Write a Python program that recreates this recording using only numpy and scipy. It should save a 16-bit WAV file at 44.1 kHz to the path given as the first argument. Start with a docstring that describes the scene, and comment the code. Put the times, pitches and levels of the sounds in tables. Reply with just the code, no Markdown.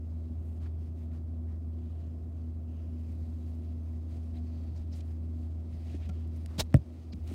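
"""A quiet bedroom with a humming fan, where hands squeeze and turn a plush toy close to a hand-held camera.
Friction on weave, pile and stuffing makes a soft rustle, with brief swishes and faint bands of hiss.
Fingers tick on the case, one tap clinks faintly, and the camera rumbles and bumps as it is moved.
Near the end something scuffs over the microphone and the camera takes one dull knock, ducking the bass."""
import sys
import numpy as np
from scipy import signal
from scipy.fft import rfft, irfft, next_fast_len
from scipy.io import wavfile
from scipy.ndimage import uniform_filter1d

SR = 44100
rng = np.random.default_rng(int(sys.argv[2]) if len(sys.argv) > 2 else 0)


def store_pcm(level_fs):
    """Save levels as 16-bit WAV."""
    pcm = np.round(np.clip(level_fs, -1, 1) * 32767).astype(np.int16)
    wavfile.write(sys.argv[1], SR, np.atleast_2d(pcm).T)


N = 323694
T = np.arange(N) / SR

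# hand strokes over the toy: (start [s], length [s], level [dB], pile offset [dB], stuffing offset [dB])
HAND_STROKES = [(0.0, .38, -81, -10, 3), (0.43, 0.18, -78.5, -0.5, -2), (0.605, 0.081, -70.5, -10, 7.5),
                (0.79, .11, -77.5, -4, -1), (0.959, 0.1, -75.5, -5, 0), (1.11, 0.085, -74.5, -6, 9),
                (1.47, 0.11, -80.5, -9.5, 8), (1.74, 0.44, -80, -10, 4), (2.36, 0.13, -79, -12, 5),
                (2.70, 0.32, -80, -14, 5), (2.92, .75, -76, -4.5, 0), (3.82, .26, -79, -6, 2),
                (4.09, .11, -70, -7, -1), (4.20, .15, -75.5, -7, 0), (4.35, .045, -73.5, -4, -2),
                (4.41, 0.31, -73.5, -10, 3), (4.753, 0.086, -71, -9, 3), (4.923, .10, -67.5, -8, -2),
                (5.028, .12, -75.5, -3, 7), (5.35, 0.14, -76, -5, -4), (5.707, .16, -71, -9, -4),
                (5.852, 0.13, -65, -10, -2.5), (5.99, 0.088, -69, -12, 3.5), (6.10, 0.16, -75, -19, 3),
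                (6.323, 0.12, -73, -6, 1), (6.479, 0.13, -70, -9, 9.5), (6.902, .17, -74, -12, -14),
                (7.27, .12, -61.5, -5.5, 2)]
# faint rustle of the held toy, rising as it nears the microphone: (time [s], level [dB])
HOLDING_RUSTLE = [(0, -79.5), (1.4, -81), (2.6, -79.5), (3.9, -77), (5.4, -77), (6.3, -74.5), (7.3, -75)]
# the weave's papery mids: (frequency [Hz], relative level [dB])
WEAVE_EQ = [(900, -29.5), (1700, -4.5), (2500, 1.5), (4800, -3), (7000, -6.5), (9200, -14.5), (11000, -35)]
# the pile's fizzy top: (frequency [Hz], relative level [dB])
PILE_EQ = [(4000, -40), (7000, 2.5), (9200, 7.5), (10500, 1), (13000, 3), (15500, -1.5)]
# the stuffing's muffled body: (frequency [Hz], relative level [dB])
STUFFING_EQ = [(250, -13.5), (500, 4.5), (680, 16), (900, 8), (1300, 7.5), (1900, -3.5), (3000, -28.5)]
# hollows between hand, toy and case that colour a rub: (centre [Hz], width [Hz], boost [dB])
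HOLLOW_PEAKS = [(1990, 530, 5.5), (2680, 300, 1), (3220, 130, 3), (3890, 200, 3.5), (4480, 240, 4),
                (5000, 200, 5), (5650, 190, 2), (6440, 340, 2.5)]
# brief swishes and squeaks, plus faint, longer narrow bands of hiss that tint the rustle:
# (midpoint [s], level [dB], nominal length [s], centre [Hz], width [octaves])
RUB_BANDS = [(0.664, -65.5, 0.019, 1600, 0.6), (1.02, -76, 0.04, 2200, 0.48),
             (1.117, -72, 0.011, 1600, 0.78), (1.517, -78, .1, 1590, 0.5), (1.955, -84, 0.38, 3000, .15),
             (2.792, -80.5, 0.26, 2700, 0.21), (4.16, -62, 0.067, 684, 0.088),
             (4.366, -71.5, 0.048, 2300, .5), (4.367, -71, 0.02, 3950, 0.091),
             (4.37, -59.5, 0.059, 685, 0.078), (4.588, -80.5, 0.32, 4500, 0.09),
             (4.773, -70, 0.025, 4900, 0.48), (4.936, -64.5, 0.028, 5030, 0.26),
             (4.972, -68, 0.04, 6900, 0.58), (5.009, -61, 0.0083, 3470, 0.74), (5.863, -66, 0.3, 635, 0.24),
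             (5.92, -70, .09, 2300, .6), (6.044, -65.5, 0.055, 2400, 0.55), (6.095, -57, 0.011, 2200, 1.26),
             (6.185, -78, 0.17, 3000, 0.17), (7.128, -60.5, 0.014, 4500, 0.16),
             (7.134, -56.5, 0.011, 2870, 0.73), (7.278, -59.5, 0.0077, 3450, 1.2)]
# hits on the camera: (time [s], level [dB], thud pitch [Hz], contact time [s], crack send [dB])
CAMERA_HITS = [(4.789, -40, 59, 0.0039, -40), (5.943, -31, 226, 0.00073, -30),
               (6.088, -32.5, 165, .001, -30), (6.582, -25, 130.4, 0.00072, -27),
               (6.616, -27, 61, 0.0034, -40), (6.7424, -5.5, 107.9, 0.00017, -6),
               (6.7615, -13.5, 84, 0.001, -40), (6.784, -24.5, 115, .002, -40),
               (6.807, -32, 91, 0.0017, -36), (7.13, -25, 184, 0.0018, -40),
               (7.312, -32, 230, 0.00066, -23)]
# ring of the camera and the hand around it: (frequency [Hz], relative level [dB], t60 [s])
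CAMERA_MODES = [(71.6, -12, 0.32), (146, -7.5, 0.08), (234, -10.5, 0.084), (280.4, -13, 0.086),
                (410, -15.5, 0.031), (573, -13.5, 0.045), (622, -18, 0.052), (1450, -17, 0.01),
                (1900, -6, 0.007)]
# the hard crack of the case: (frequency [Hz], relative level [dB])
CRACK_EQ = [(300, -7), (900, -6), (2100, -13), (3000, -8), (4200, -25), (5300, -9.5), (6500, -20),
            (8600, -10), (10500, -29), (14000, -20), (16000, -24)]
# rasp at the microphone port: (frequency [Hz], relative level [dB])
SCUFF_EQ = [(60, -8), (200, 7.5), (450, 3.5), (850, 4), (1300, -10), (2200, -7), (3800, 0.5), (5000, -3.5),
            (7000, -6.5), (9000, -10), (12000, -18), (15500, -15.5)]
# ticks on the case, mostly fingers, one the click of the camera's rebound after the knock: (time [s], level
# [dB], centre [Hz], t60 [s])
CASE_TICKS = [(6.059, -64, 7000, .006), (6.276, -65, 7000, .008), (6.363, -60, 7000, .006),
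              (6.371, -60, 12000, 0.0073), (6.4607, -42.5, 3550, 0.0074), (6.638, -58, 7000, .005),
              (6.7273, -49.5, 1590, 0.0054), (6.76, -53, 2380, 0.027), (6.7675, -54, 7000, 0.013),
              (7.157, -69, 5500, .015)]
# ring of one light tap: (frequency [Hz], level [dB], t60 [s])
CLINK_MODES = [(735, -52, .09), (1370, -51.5, 0.066)]
# shifts of the camera in the hand: (start [s], length [s], level [dB])
CAMERA_SHIFTS = [(0.24, .26, -57), (2.14, .22, -57), (2.553, 1.4, -56.5), (4.55, .3, -55), (5.88, .32, -54),
                 (6.48, 0.13, -51), (7.1, .3, -48.5)]
# low end of the handling noise: (frequency [Hz], relative level [dB])
RUMBLE_EQ = [(20, -35.5), (35, -20.5), (45, -11.5), (56, 6.5), (66, 13.5), (90, -1), (200, -51)]
# partials of the fan's hum: (harmonic [number], relative level [dB])
HUM_PARTIALS = [(1, 0.5), (2, -37), (3, -14.5), (4, -37.5)]
# the hum swells and sinks a little as the camera moves about: (time [s], level before trim [dB])
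HUM_RIDE = [(0.05, -37.5), (0.77, -36), (0.85, -38), (1.3, -37.5), (1.33, -35.5), (1.95, -38), (5.59, -36),
            (5.66, -38), (6.24, -35), (6.55, -39)]
# moving room air and microphone hiss: (frequency [Hz], relative level [dB])
AIR_EQ = [(25, -53), (60, 5.5), (100, 5), (180, 0), (260, 0), (370, -5), (430, -15), (680, -15),
          (850, -25.5), (1250, -30.5), (1600, -38.5), (4500, -64), (9000, -48.5), (11000, -53)]


def plush_rustle(weave_db=-1, pile_db=-2, stuffing_db=-3, uneven_grip_db=1.0):
    """One sliding motion sounds the weave, the fine pile and the soft stuffing; the grip is uneven."""
    weave_drive, pile_drive, stuffing_drive = hand_drive()
    weave = hollows_and_folds(colour(friction(2000, 0.34), WEAVE_EQ), flicker_db=0.83)
    pile = hollows_and_folds(colour(friction(1500, 0.28), PILE_EQ), flicker_db=1.8)
    stuffing = hollows_and_folds(colour(friction(620, 0.33), STUFFING_EQ), flicker_db=0.5)
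    rustle = amp(weave_db) * weave_drive * weave
    rustle += amp(pile_db) * pile_drive * pile
    rustle += amp(stuffing_db) * stuffing_drive * stuffing
    return amp(uneven_grip_db * drift(rate_hz=35)) * rustle


def hand_drive(held_pile_db=-8.5, held_stuffing_db=0):
    """Envelopes for weave, pile and stuffing: strokes add in power to the rustle of holding."""
    power = np.outer(amp([0, held_pile_db, held_stuffing_db]), ride(HOLDING_RUSTLE)) ** 2
    for start, length, db, pile_db, stuffing_db in HAND_STROKES:
        power += np.outer(amp([db, db + pile_db, db + stuffing_db]), swell(start, length)) ** 2
    return np.sqrt(power)


def friction(snags_per_s, snag_share):
    """Countless tiny slips blur to a hiss, and some fibres snag and snap free."""
    snags = rng.standard_normal(N) * (rng.random(N) < snags_per_s / SR)
    return np.sqrt(1 - snag_share) * rng.standard_normal(N) + np.sqrt(snag_share) * unit(snags)


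def hollows_and_folds(x, flicker_db, patch_bins=9, patch_frames=25, size=512):
    """Hollows leave mild peaks in the tone, and moving folds make small patches of it come and go."""
    hz, _, spectra = signal.stft(x, SR, nperseg=size)
    patches = uniform_filter1d(rng.standard_normal(spectra.shape), patch_bins, axis=0)
    patches = uniform_filter1d(patches, patch_frames, axis=1)
    peaks_db = sum(db / (1 + (2 * (hz - centre) / width) ** 2) for centre, width, db in HOLLOW_PEAKS)
    moving_eq = amp(peaks_db[:, None] + flicker_db * unit(patches))
    return unit(signal.istft(spectra * moving_eq, nperseg=size)[1][:N])


def rub_bands(taper=0.74):
    """Bands of grainy friction swell and fade: short ones swish or squeak, long ones tint the rustle."""
    out = np.zeros(N)
    grain = friction(snags_per_s=1800, snag_share=0.45)
    for midpoint, db, length, hz, octaves in RUB_BANDS:
        span = 1.5 * length  # room for the fades
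        start = midpoint - span / 2
        rub = grain[round(start * SR):][:round(span * SR)]
        fades = signal.windows.tukey(len(rub), taper)
        add(out, start, amp(db) * band(rub, hz, octaves) * fades)
    return out


def camera_knocks(crack_trim_db=8, size=16384):
    """Each contact pushes the camera into a thud and a short ring; a hard one also cracks on the case."""
    out, t = np.zeros(N), np.arange(size) / SR
    log_gain = np.log(gain_at(CRACK_EQ, abs(np.fft.fftfreq(size, 1 / SR))))
    minimum_phase = np.exp(np.conj(signal.hilbert(log_gain)))  # packs the energy into the attack
    crack = amp(crack_trim_db) * np.fft.ifft(minimum_phase).real
    ring = np.zeros(size)
    for hz, db, t60 in CAMERA_MODES:
        build = 1 - np.exp(-(t * hz) ** 2)  # a mode takes about a cycle to build
        ring += amp(db - 60 * t / t60) * build * np.sin(2 * np.pi * hz * t)
    for start, db, hz, contact_s, crack_db in CAMERA_HITS:
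        push = t * np.exp(-t / (contact_s / 2))  # a long contact is soft and dull
        body = signal.fftconvolve(thud(t, hz) + ring, push / push.sum())[:size]
        add(out, start, amp(db) * (body + amp(crack_db) * crack))
    return out


def thud(t, rest_hz, stiffening=2.32, sink_s=0.0028, rise_s=0.0032, hold_s=0.018):
    """The soft grip yields under a blow: the pitch sinks to rest, and the hand soon stops the swing."""
    pitch_hz = rest_hz * (1 + stiffening * np.exp(-t / sink_s))
    envelope = (1 - np.exp(-t / rise_s)) * np.exp(-(t / hold_s) ** 6)
    return envelope * np.sin(2 * np.pi * np.cumsum(pitch_hz) / SR)


def mic_scuff(peak_db=-27.5, rise_db_per_s=1250, fall_db_per_s=1400):
    """Friction right at the microphone port: loud, broadband and coloured by the case."""
    touch_s, press_s, ease_s, lift_s = 6.580, 6.599, 6.608, 6.631
    rasp = hollows_and_folds(colour(friction(3000, 0.32), SCUFF_EQ), flicker_db=0.5)
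    fade_in_db = rise_db_per_s * np.minimum(T - press_s, 0)
    fade_out_db = fall_db_per_s * np.minimum(ease_s - T, 0)
    touching = (T > touch_s) & (T < lift_s)
    return touching * amp(peak_db + fade_in_db + fade_out_db) * rasp


def case_ticks(size=2048):
    """Fingers catch the case, and the knocked camera clicks once as it rebounds: tiny dry clicks that die
    within milliseconds."""
    out, t = np.zeros(N), np.arange(size) / SR
    for start, db, hz, t60 in CASE_TICKS:
        add(out, start, amp(db - 60 * t / t60) * band(rng.standard_normal(size), hz, octaves=0.98))
    return out


def clink(tap_s=6.094, size=8192):
    """Something small and hard is tapped and rings briefly."""
    out, t = np.zeros(N), np.arange(size) / SR
    for hz, db, t60 in CLINK_MODES:
        add(out, tap_s, amp(db - 60 * t / t60) * np.sin(2 * np.pi * hz * t))
    return out


def handling_rumble(still_db=-66):
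    """The hand-held camera carries a low bed of rumble that swells whenever it shifts."""
    shift_power = sum((amp(db) * swell(start, length)) ** 2 for start, length, db in CAMERA_SHIFTS)
    return np.sqrt(amp(still_db) ** 2 + shift_power) * colour(rng.standard_normal(N), RUMBLE_EQ)


def fan(hum_hz=80.78, wander_hz=0.12, overtone_waver_db=2.5, hum_trim_db=-0.5, air_db=-48.5):
    """The room tone: a fan's low hum with wavering overtones, over a wash of moving air."""
    cycles = np.cumsum(hum_hz + wander_hz * drift(rate_hz=2.02)) / SR
    hum = np.zeros(N)
    for harmonic, db in HUM_PARTIALS:
        waver_db = (harmonic > 1) * overtone_waver_db * drift(rate_hz=4.9)
        hum += amp(db + waver_db) * np.sqrt(2) * np.sin(2 * np.pi * harmonic * cycles)
    air = colour(rng.standard_normal(N), AIR_EQ)
    return amp(hum_trim_db) * ride(HUM_RIDE) * hum + amp(air_db) * air


def swell(start, length, rise_share=0.36, fall_share=0.45):
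    """One hand movement gathers speed, holds and dies away; the ramps take shares of its length."""
    progress = (T - start) / length
    return np.clip(np.minimum(0.5 + progress / rise_share, 0.5 + (1 - progress) / fall_share), 0, 1)


def ride(points):
    """A fader ride: the gain at every sample from (time [s], level [dB]) points."""
    times, db = np.transpose(points)
    return amp(np.interp(T, times, db))


def drift(rate_hz):
    """Smooth random modulation at rms 1, rolling off above the given rate."""
    white = rfft(rng.standard_normal(4096))
    hz = np.arange(len(white)) / T[-1]
    slow = irfft(white / (1 + (hz / rate_hz) ** 2))
    return unit(np.interp(T, np.linspace(0, T[-1], len(slow)), slow))


def colour(x, eq):
    """Shapes a noise with an EQ curve, at rms 1."""
    size = next_fast_len(len(x))
    gain = gain_at(eq, np.fft.rfftfreq(size, 1 / SR))
    return unit(irfft(rfft(x, size) * gain, size)[:len(x)])


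def band(x, hz, octaves):
    """Keeps a bell-shaped band of a noise, at rms 1."""
    away = np.log2((np.fft.rfftfreq(len(x), 1 / SR) + 1) / hz) / octaves
    return unit(irfft(rfft(x) * np.exp(-0.5 * away ** 2), len(x)))


def gain_at(eq, hz):
    """Reads an EQ curve on a log-frequency axis."""
    eq_hz, db = np.transpose(eq)
    return amp(np.interp(np.log(hz + 1), np.log(eq_hz), db))


def add(mix, start_s, sound):
    """Drops a sound into the mix at its cue."""
    part = mix[round(start_s * SR):][:len(sound)]
    part += sound[:len(part)]


def amp(db):
    """Decibels to gain."""
    return 10 ** (np.asarray(db) / 20)


def unit(x):
    """Scales to rms 1."""
    return x / np.sqrt(np.mean(x ** 2) + 1e-20)


def scene():
    """Room tone, plush toy and camera handling at one microphone."""
    room_tone = fan()
    toy = plush_rustle() + rub_bands()
    handling = mic_scuff() + case_ticks() + clink() + camera_knocks() + handling_rumble()
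    return (toy + handling + room_tone)[None]


def record(dry, threshold_db=-31, slope=0.43, release_db_per_s=48, split_hz=260, attack_s=0.035):
    """Gain control ducks the bass after loud sounds and eases it back; a steep low-pass trims the top."""
    x = dry[0]
    level_db = 10 * np.log10(abs(uniform_filter1d(x ** 2, size=512)) + 1e-12)
    release_db = T * release_db_per_s
    held_peak_db = np.maximum.accumulate(level_db + release_db) - release_db
    over_db = np.maximum(held_peak_db - threshold_db, 0)
    lag = np.exp(-1 / (attack_s * SR))
    duck_db = slope * signal.lfilter([1 - lag], [1, -lag], over_db)
    bass = signal.sosfiltfilt(signal.butter(2, split_hz, fs=SR, output="sos"), x)
    ducked = x - bass * (1 - amp(-duck_db))
    low_pass = signal.firwin(511, cutoff=15850, window=("kaiser", 9), fs=SR)
    return signal.oaconvolve(ducked, low_pass, "same")[None]


dry = scene()
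out = record(dry)
store_pcm(out)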